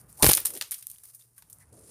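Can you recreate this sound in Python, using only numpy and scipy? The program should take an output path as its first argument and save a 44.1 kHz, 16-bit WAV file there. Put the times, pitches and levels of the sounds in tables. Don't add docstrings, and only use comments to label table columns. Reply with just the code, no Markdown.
import sys
import numpy as np
from scipy import signal
from scipy.fft import rfft, irfft, next_fast_len
from scipy.io import wavfile
from scipy.ndimage import map_coordinates

SR = 44100
rng = np.random.default_rng(int(sys.argv[2]) if len(sys.argv) > 2 else 0)


def nominal_scale(level):
    x = np.asarray(level, float) / 20
    return 10 ** x


def to_wav(s):
    ch = np.atleast_2d(s).T
    pcm = np.round(np.clip(ch, -1, 1) * 32767)
    wavfile.write(sys.argv[1], SR, pcm.astype(np.int16))


N = 83790
T = np.arange(N) / SR


def unit(x):
    return x / np.sqrt(np.mean(x ** 2) + 1e-20)


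def curve(rows):
    return np.interp(T, *np.transpose(rows))


def wobble(rate):
    knots = rng.standard_normal(int(N * rate / SR) + 4)
    return map_coordinates(knots, [T * rate])


def filtered(x, response):
    size = next_fast_len(N + SR // 2)
    spectrum = rfft(x, size) * response(np.fft.rfftfreq(size, 1 / SR))
    return irfft(spectrum, size)[:N]


def colour(x, points):
    size = 2 ** 12
    hz, db = np.transpose(points)
    bins_hz = np.fft.rfftfreq(size, 1 / SR)
    gain = nominal_scale(np.interp(np.log(bins_hz + 1), np.log(hz), db)) + 1e-5
    cepstrum = irfft(np.log(gain))
    cepstrum[1:size // 2] *= 2
    cepstrum[size // 2 + 1:] = 0
    pulse = irfft(np.exp(rfft(cepstrum)))
    return signal.fftconvolve(x, pulse / np.linalg.norm(pulse))[:N]


def ring(rows):
    start, db, hz, t60 = np.transpose(rows)[:, :, None]
    k = np.arange(SR // 20)
    t = k / SR
    wave = nominal_scale(db - 60 * t / t60) * np.sin(2 * np.pi * hz * t) * np.minimum(hz * t, 1)
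    place = np.round(start * SR).astype(int) + k
    return np.bincount(place.ravel(), wave.ravel(), N + SR)[:N]


def snaps():
    # start in seconds, nominal peak in dB,
    # woody part over the bright part in dB before its fixed lift, woody pitch in Hz, t60 in seconds.
    snap_rows = [(0.2241, -6.5, -5.5, 4700, 0.038), (0.2305, -6, 1, 1800, 0.014),
                 (0.2365, -12, -14.5, 2940, 0.038), (0.2438, -0.5, -0.5, 2800, 0.0086),
                 (0.2499, -14.5, -2, 2800, 0.037), (0.2552, -9, -10.5, 4270, 0.025),
                 (0.264, -4.5, -1, 1740, 0.017), (0.2715, -8, -20, 3563, 0.026),
                 (0.2838, -2, -24.5, 4644, 0.0084), (0.2892, 1, -7, 3165, 0.0066),
                 (0.2913, -8, -4.5, 3000, 0.035), (0.2975, -3, -10, 4980, 0.012),
                 (0.3109, -10, -2, 2830, 0.019), (0.316, 1, -21, 3260, 0.01), (0.3333, 5, -7, 5600, 0.005),
                 (0.3372, -7, 2, 5500, 0.0069), (0.3498, -3.5, -14, 5224, 0.012),
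                 (0.3719, 0, -7.5, 5604, 0.0036), (0.374, -22, 2.5, 2500, 0.029),
                 (0.4568, -5.5, -12, 3930, 0.0066), (0.4667, -16.5, -10.5, 4000, 0.024),
                 (0.5032, -25.5, -10, 2000, 0.021), (0.5503, -31.5, -7.5, 5000, 0.044),
                 (0.5643, -35, 2, 3500, 0.02), (0.5729, -27, -8.5, 3840, 0.028),
                 (0.6116, -21, 8.5, 4320, 0.0077), (0.6125, -23, -1.5, 2000, 0.024),
                 (0.6225, -21, 3.5, 4340, 0.0098), (0.7097, -19.5, -14.5, 4900, 0.016),
                 (0.7163, -16.5, -18, 2000, 0.016), (0.7208, -25.5, -9, 3200, 0.045),
                 (0.7413, -25, -9.5, 4800, 0.026), (0.7445, -26.5, -0.5, 5320, 0.0056),
                 (0.8246, -32.5, -9, 4020, 0.025), (0.869, -11.5, -17, 5160, 0.0046),
                 (0.8987, -32.5, -12, 5010, 0.033), (0.9144, -22, -17, 5160, 0.0058),
                 (0.9837, -37.5, -9, 4420, 0.012), (1.147, -34.5, -23, 5980, 0.032),
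                 (1.222, -48, 4, 5480, 0.0098), (1.379, -40.5, -13, 2200, 0.042),
                 (1.4225, -39.5, -2, 2766, 0.014), (1.4984, -39.5, -15.5, 5055, 0.034),
                 (1.5288, -37, -20, 5570, 0.028)]
    # frequency in Hz, relative gain in dB.
    bright_colour = [(2000, -51), (3500, -37.5), (5500, -13.5), (7800, -9.5), (9490, 4.5), (10400, -1.5),
                     (13000, -0.5), (15200, -6.5), (15500, -15.5), (15900, -36)]
    attack_s, tail_attack_s, tail_t60_s = 0.0004, 0.006, 0.22
    tail_db, tail_ref_s = -7.5, 0.062
    crest_db, woody_lift_db = 4.5, 1.0
    front, sharp_s = 1.5, 0.007
    wood_width_hz = 6850
    t = np.arange(SR // 5) / SR
    bright, woody = np.zeros(N + SR), np.zeros(N + SR)
    for start, db, woody_db, hz, t60 in snap_rows:
        burst = (1 - np.exp(-t / attack_s)) * nominal_scale(-60 * t / max(t60, .003))
        decay_db = tail_db + 20 * np.log10(t60 / tail_ref_s) - 60 * t / tail_t60_s
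        tail = nominal_scale(decay_db) * (1 - np.exp(-t / tail_attack_s))
        noise = rng.standard_normal((2, len(t)))
        even = np.linalg.norm(burst) / np.linalg.norm(burst * noise, axis=1)[:, None]
        spikes = noise * (burst * even + tail)
        spikes[:, 0] = -front * min(1, sharp_s / t60)
        b, a = signal.iirpeak(hz, hz / wood_width_hz, SR)
        resonant = signal.lfilter(b, a, signal.lfilter(b, a, spikes[1]))
        here = slice(round(start * SR), round(start * SR) + len(t))
        bright[here] += nominal_scale(db - crest_db) * spikes[0]
        woody[here] += nominal_scale(db + woody_db + woody_lift_db) * resonant
    return colour(bright, bright_colour) + woody[:N]


def ticks():
    # start in seconds, nominal peak in dB, pitch in Hz, t60 in seconds.
    tick_rows = [(.1281, -32, 9290, 0.0028), (.1815, -36, 9060, 0.0027), (.2662, -7, 13000, 0.0027),
                 (.4028, -18.5, 14520, .01), (.6128, -24.5, 2795, 0.011), (.9607, -44.5, 3160, 0.0037),
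                 (1.211, -53.5, 3610, 0.026), (1.379, -60.5, 1600, 0.072), (1.384, -63, 1111, 0.073),
                 (1.424, -53, 900, 0.021), (1.5288, -30.5, 7860, 0.0046), (1.5476, -42, 11880, .002),
                 (1.5862, -35, 9880, 0.002005), (1.6063, -40, 10040, .002), (1.729, -44, 7890, 0.0029),
                 (1.7955, -39, 8570, 0.00197)]
    return ring(tick_rows)


def thumps():
    # start in seconds, height of the push in dB, time from start to full push in seconds.
    knocks = [(0.2277, -8, 0.00046), (0.23, -10, 0.0015), (0.2355, -6.5, 0.00085), (0.2428, -2, 0.00058),
              (0.2489, -5.5, 0.0008), (0.264, -8.5, 0.00071), (0.27, -10, 0.0028), (0.2903, -5, 0.00082),
              (0.2966, -7, .0005), (.315, -14, .0003), (0.379, -20.5, 0.00014)]
    # centre in Hz, width in Hz, gain at the centre in dB.
    modes = [(81.6, 19, 4), (127, 34, -4), (205, 59, -13), (312, 250, -8), (424, 82, -4), (578, 130, -5),
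             (817, 99, 1.5), (1010, 270, 0), (1407, 160, -4.5)]
    push = sum(nominal_scale(db) * np.exp(-((T - start - rise) / rise) ** 2 * 2) for start, db, rise in knocks)

    def branch(f):
        return -sum(nominal_scale(db) * 1j * f * width / (hz * hz - f * f + 1j * f * width)
                    for hz, width, db in modes)

    return filtered(push, branch)


def swishes():
    # start in seconds, length in seconds, level in dB before the swell,
    # first pitch in Hz, last pitch in Hz, width in Hz.
    swish_rows = [(.17, .075, -42, 600, 1150, 300), (1.575, .08, -64, 2080, 1800, 400)]
    out = np.zeros(N)
    for start, length, db, from_hz, to_hz, width in swish_rows:
        progress = np.clip((T - start) / length, 0, 1)
        pole = [1, -np.exp(-np.pi * width / SR)]
        slow = signal.lfilter([1], np.convolve(pole, pole), rng.standard_normal((2, N)))
        phase = 2 * np.pi * np.cumsum(from_hz + (to_hz - from_hz) * progress) / SR
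        whistle = unit(slow[0] * np.sin(phase) + slow[1] * np.cos(phase))
        out += nominal_scale(db) * np.sin(np.pi * progress ** 1.5) ** 2 * whistle
    return out


def patter_level():
    # time in seconds, level in dB.
    base = [(0, -52), (.03, -69), (.16, -58.5), (.22, -42), (.39, -41), (.44, -56.5), (.7, -78.5),
            (1.0, -60), (1.3, -69.5), (1.66, -68.5), (1.72, -70), (1.9, -53)]
    # start in seconds, level in dB before the attack, t60 in seconds.
    showers = [(0.085, -59, 0.31), (0.45, -22, 0.11), (0.535, -35, 0.067), (0.673, -48, 0.092),
               (0.78, -43, 0.15), (.93, -54.5, 0.19), (1.033, -47, 0.22), (1.133, -54.5, 0.11),
               (1.192, -55.5, 0.14), (1.36, -59.5, 0.19), (1.594, -56, 0.12), (1.723, -58, 0.34)]
    attack_s = 0.0025
    level = nominal_scale(curve(base))
    for start, db, t60 in showers:
        t = np.maximum(T - start, 0)
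        level = level + (1 - np.exp(-t / attack_s)) * nominal_scale(db - 60 * t / t60)
    return level


def stray_ticks():
    per_s, middle_hz, t60_cycles = 220, 10000, 22
    least_db, spread_db = 1.5, 12
    when, pitch, size = rng.random((round(per_s * N / SR), 3)).T
    hz = middle_hz * 2 ** (pitch - .5)
    return ring(np.c_[when * N / SR, least_db + spread_db * size ** 2, hz, t60_cycles / hz])


def patter():
    # frequency in Hz, relative gain in dB.
    needle_colour = [(500, -27.5), (1100, -19), (2480, -21.5), (3360, -23), (4920, -14.5), (7800, -12.5),
                     (9500, 0), (11000, -7.5), (14900, -9.5), (15500, -25), (15900, -43.5)]
    # time in seconds, gain in dB.
    sparkle = [(1.4, 1), (1.8, -9.5)]
    grains_per_s, grain_spread_db = 3500, 3.5
    hiss_share = .55
    hits = (rng.random(N) < grains_per_s / SR) * rng.standard_normal(N)
    grains = hits * nominal_scale(grain_spread_db * np.minimum(rng.exponential(size=N), 4))
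    mixed = hiss_share * rng.standard_normal(N) + (1 - hiss_share) * unit(grains)
    bed = colour(unit(mixed), needle_colour)
    top = filtered(bed, lambda hz: np.clip((hz - 10500) / 2000, 0, 1))
    level = patter_level()
    stray = stray_ticks()
    clumps = nominal_scale(1.5 * wobble(40) + 1.5 * wobble(200))
    return level * (clumps * (bed + (nominal_scale(curve(sparkle)) - 1) * top) + stray)


def clothing():
    # time in seconds, level in dB before the flutter.
    rub_level = [(0, -73.5), (.15, -71.5), (.35, -49.5), (.46, -63.5), (.57, -51.5), (.62, -71), (.8, -86),
                 (1.64, -82), (1.7, -73), (1.735, -54.5), (1.79, -61), (1.86, -62.5), (1.9, -60)]
    # frequency in Hz, relative gain in dB.
    rub_colour = [(100, -30), (200, -8), (320, -2), (450, 0), (600, -7), (900, -20), (1500, -34),
                  (2500, -60)]
    return nominal_scale(curve(rub_level) + 2 * wobble(60)) * unit(colour(rng.standard_normal(N), rub_colour))


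def rumble():
    # time in seconds, level in dB before the wander.
    rumble_level = [(0, -57), (.2, -58.5), (.45, -63), (.8, -71.5), (1.35, -74.5), (1.55, -64.5),
                    (1.9, -60.5)]
    # frequency in Hz, relative gain in dB.
    far_colour = [(12, -68), (20, -40), (54, -6), (90, -3), (114, 0), (384, -28), (721, -23.5),
                  (947, -23.5), (1380, -26), (3000, -40.5), (3900, -50), (6600, -120)]
    return nominal_scale(curve(rumble_level) + 1.5 * wobble(5.8)) * unit(colour(rng.standard_normal(N), far_colour))


def hum():
    hum_hz, hum_db = 119, -73
    return nominal_scale(hum_db + 2 * wobble(8)) * np.sin(2 * np.pi * hum_hz * T + .5 * wobble(10))


def scene():
    wood = snaps() + ticks() + thumps() + swishes()
    background = clothing() + rumble() + hum()
    return (wood + patter() + background)[None]


def band_limit(x):
    return signal.sosfilt(signal.butter(12, 16640, fs=SR, output="sos"), x)


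def record(dry):
    soft = dry / (1 + np.abs(dry) ** 6) ** (1 / 6)
    return band_limit(soft)


dry = scene()
out = record(dry)
to_wav(out)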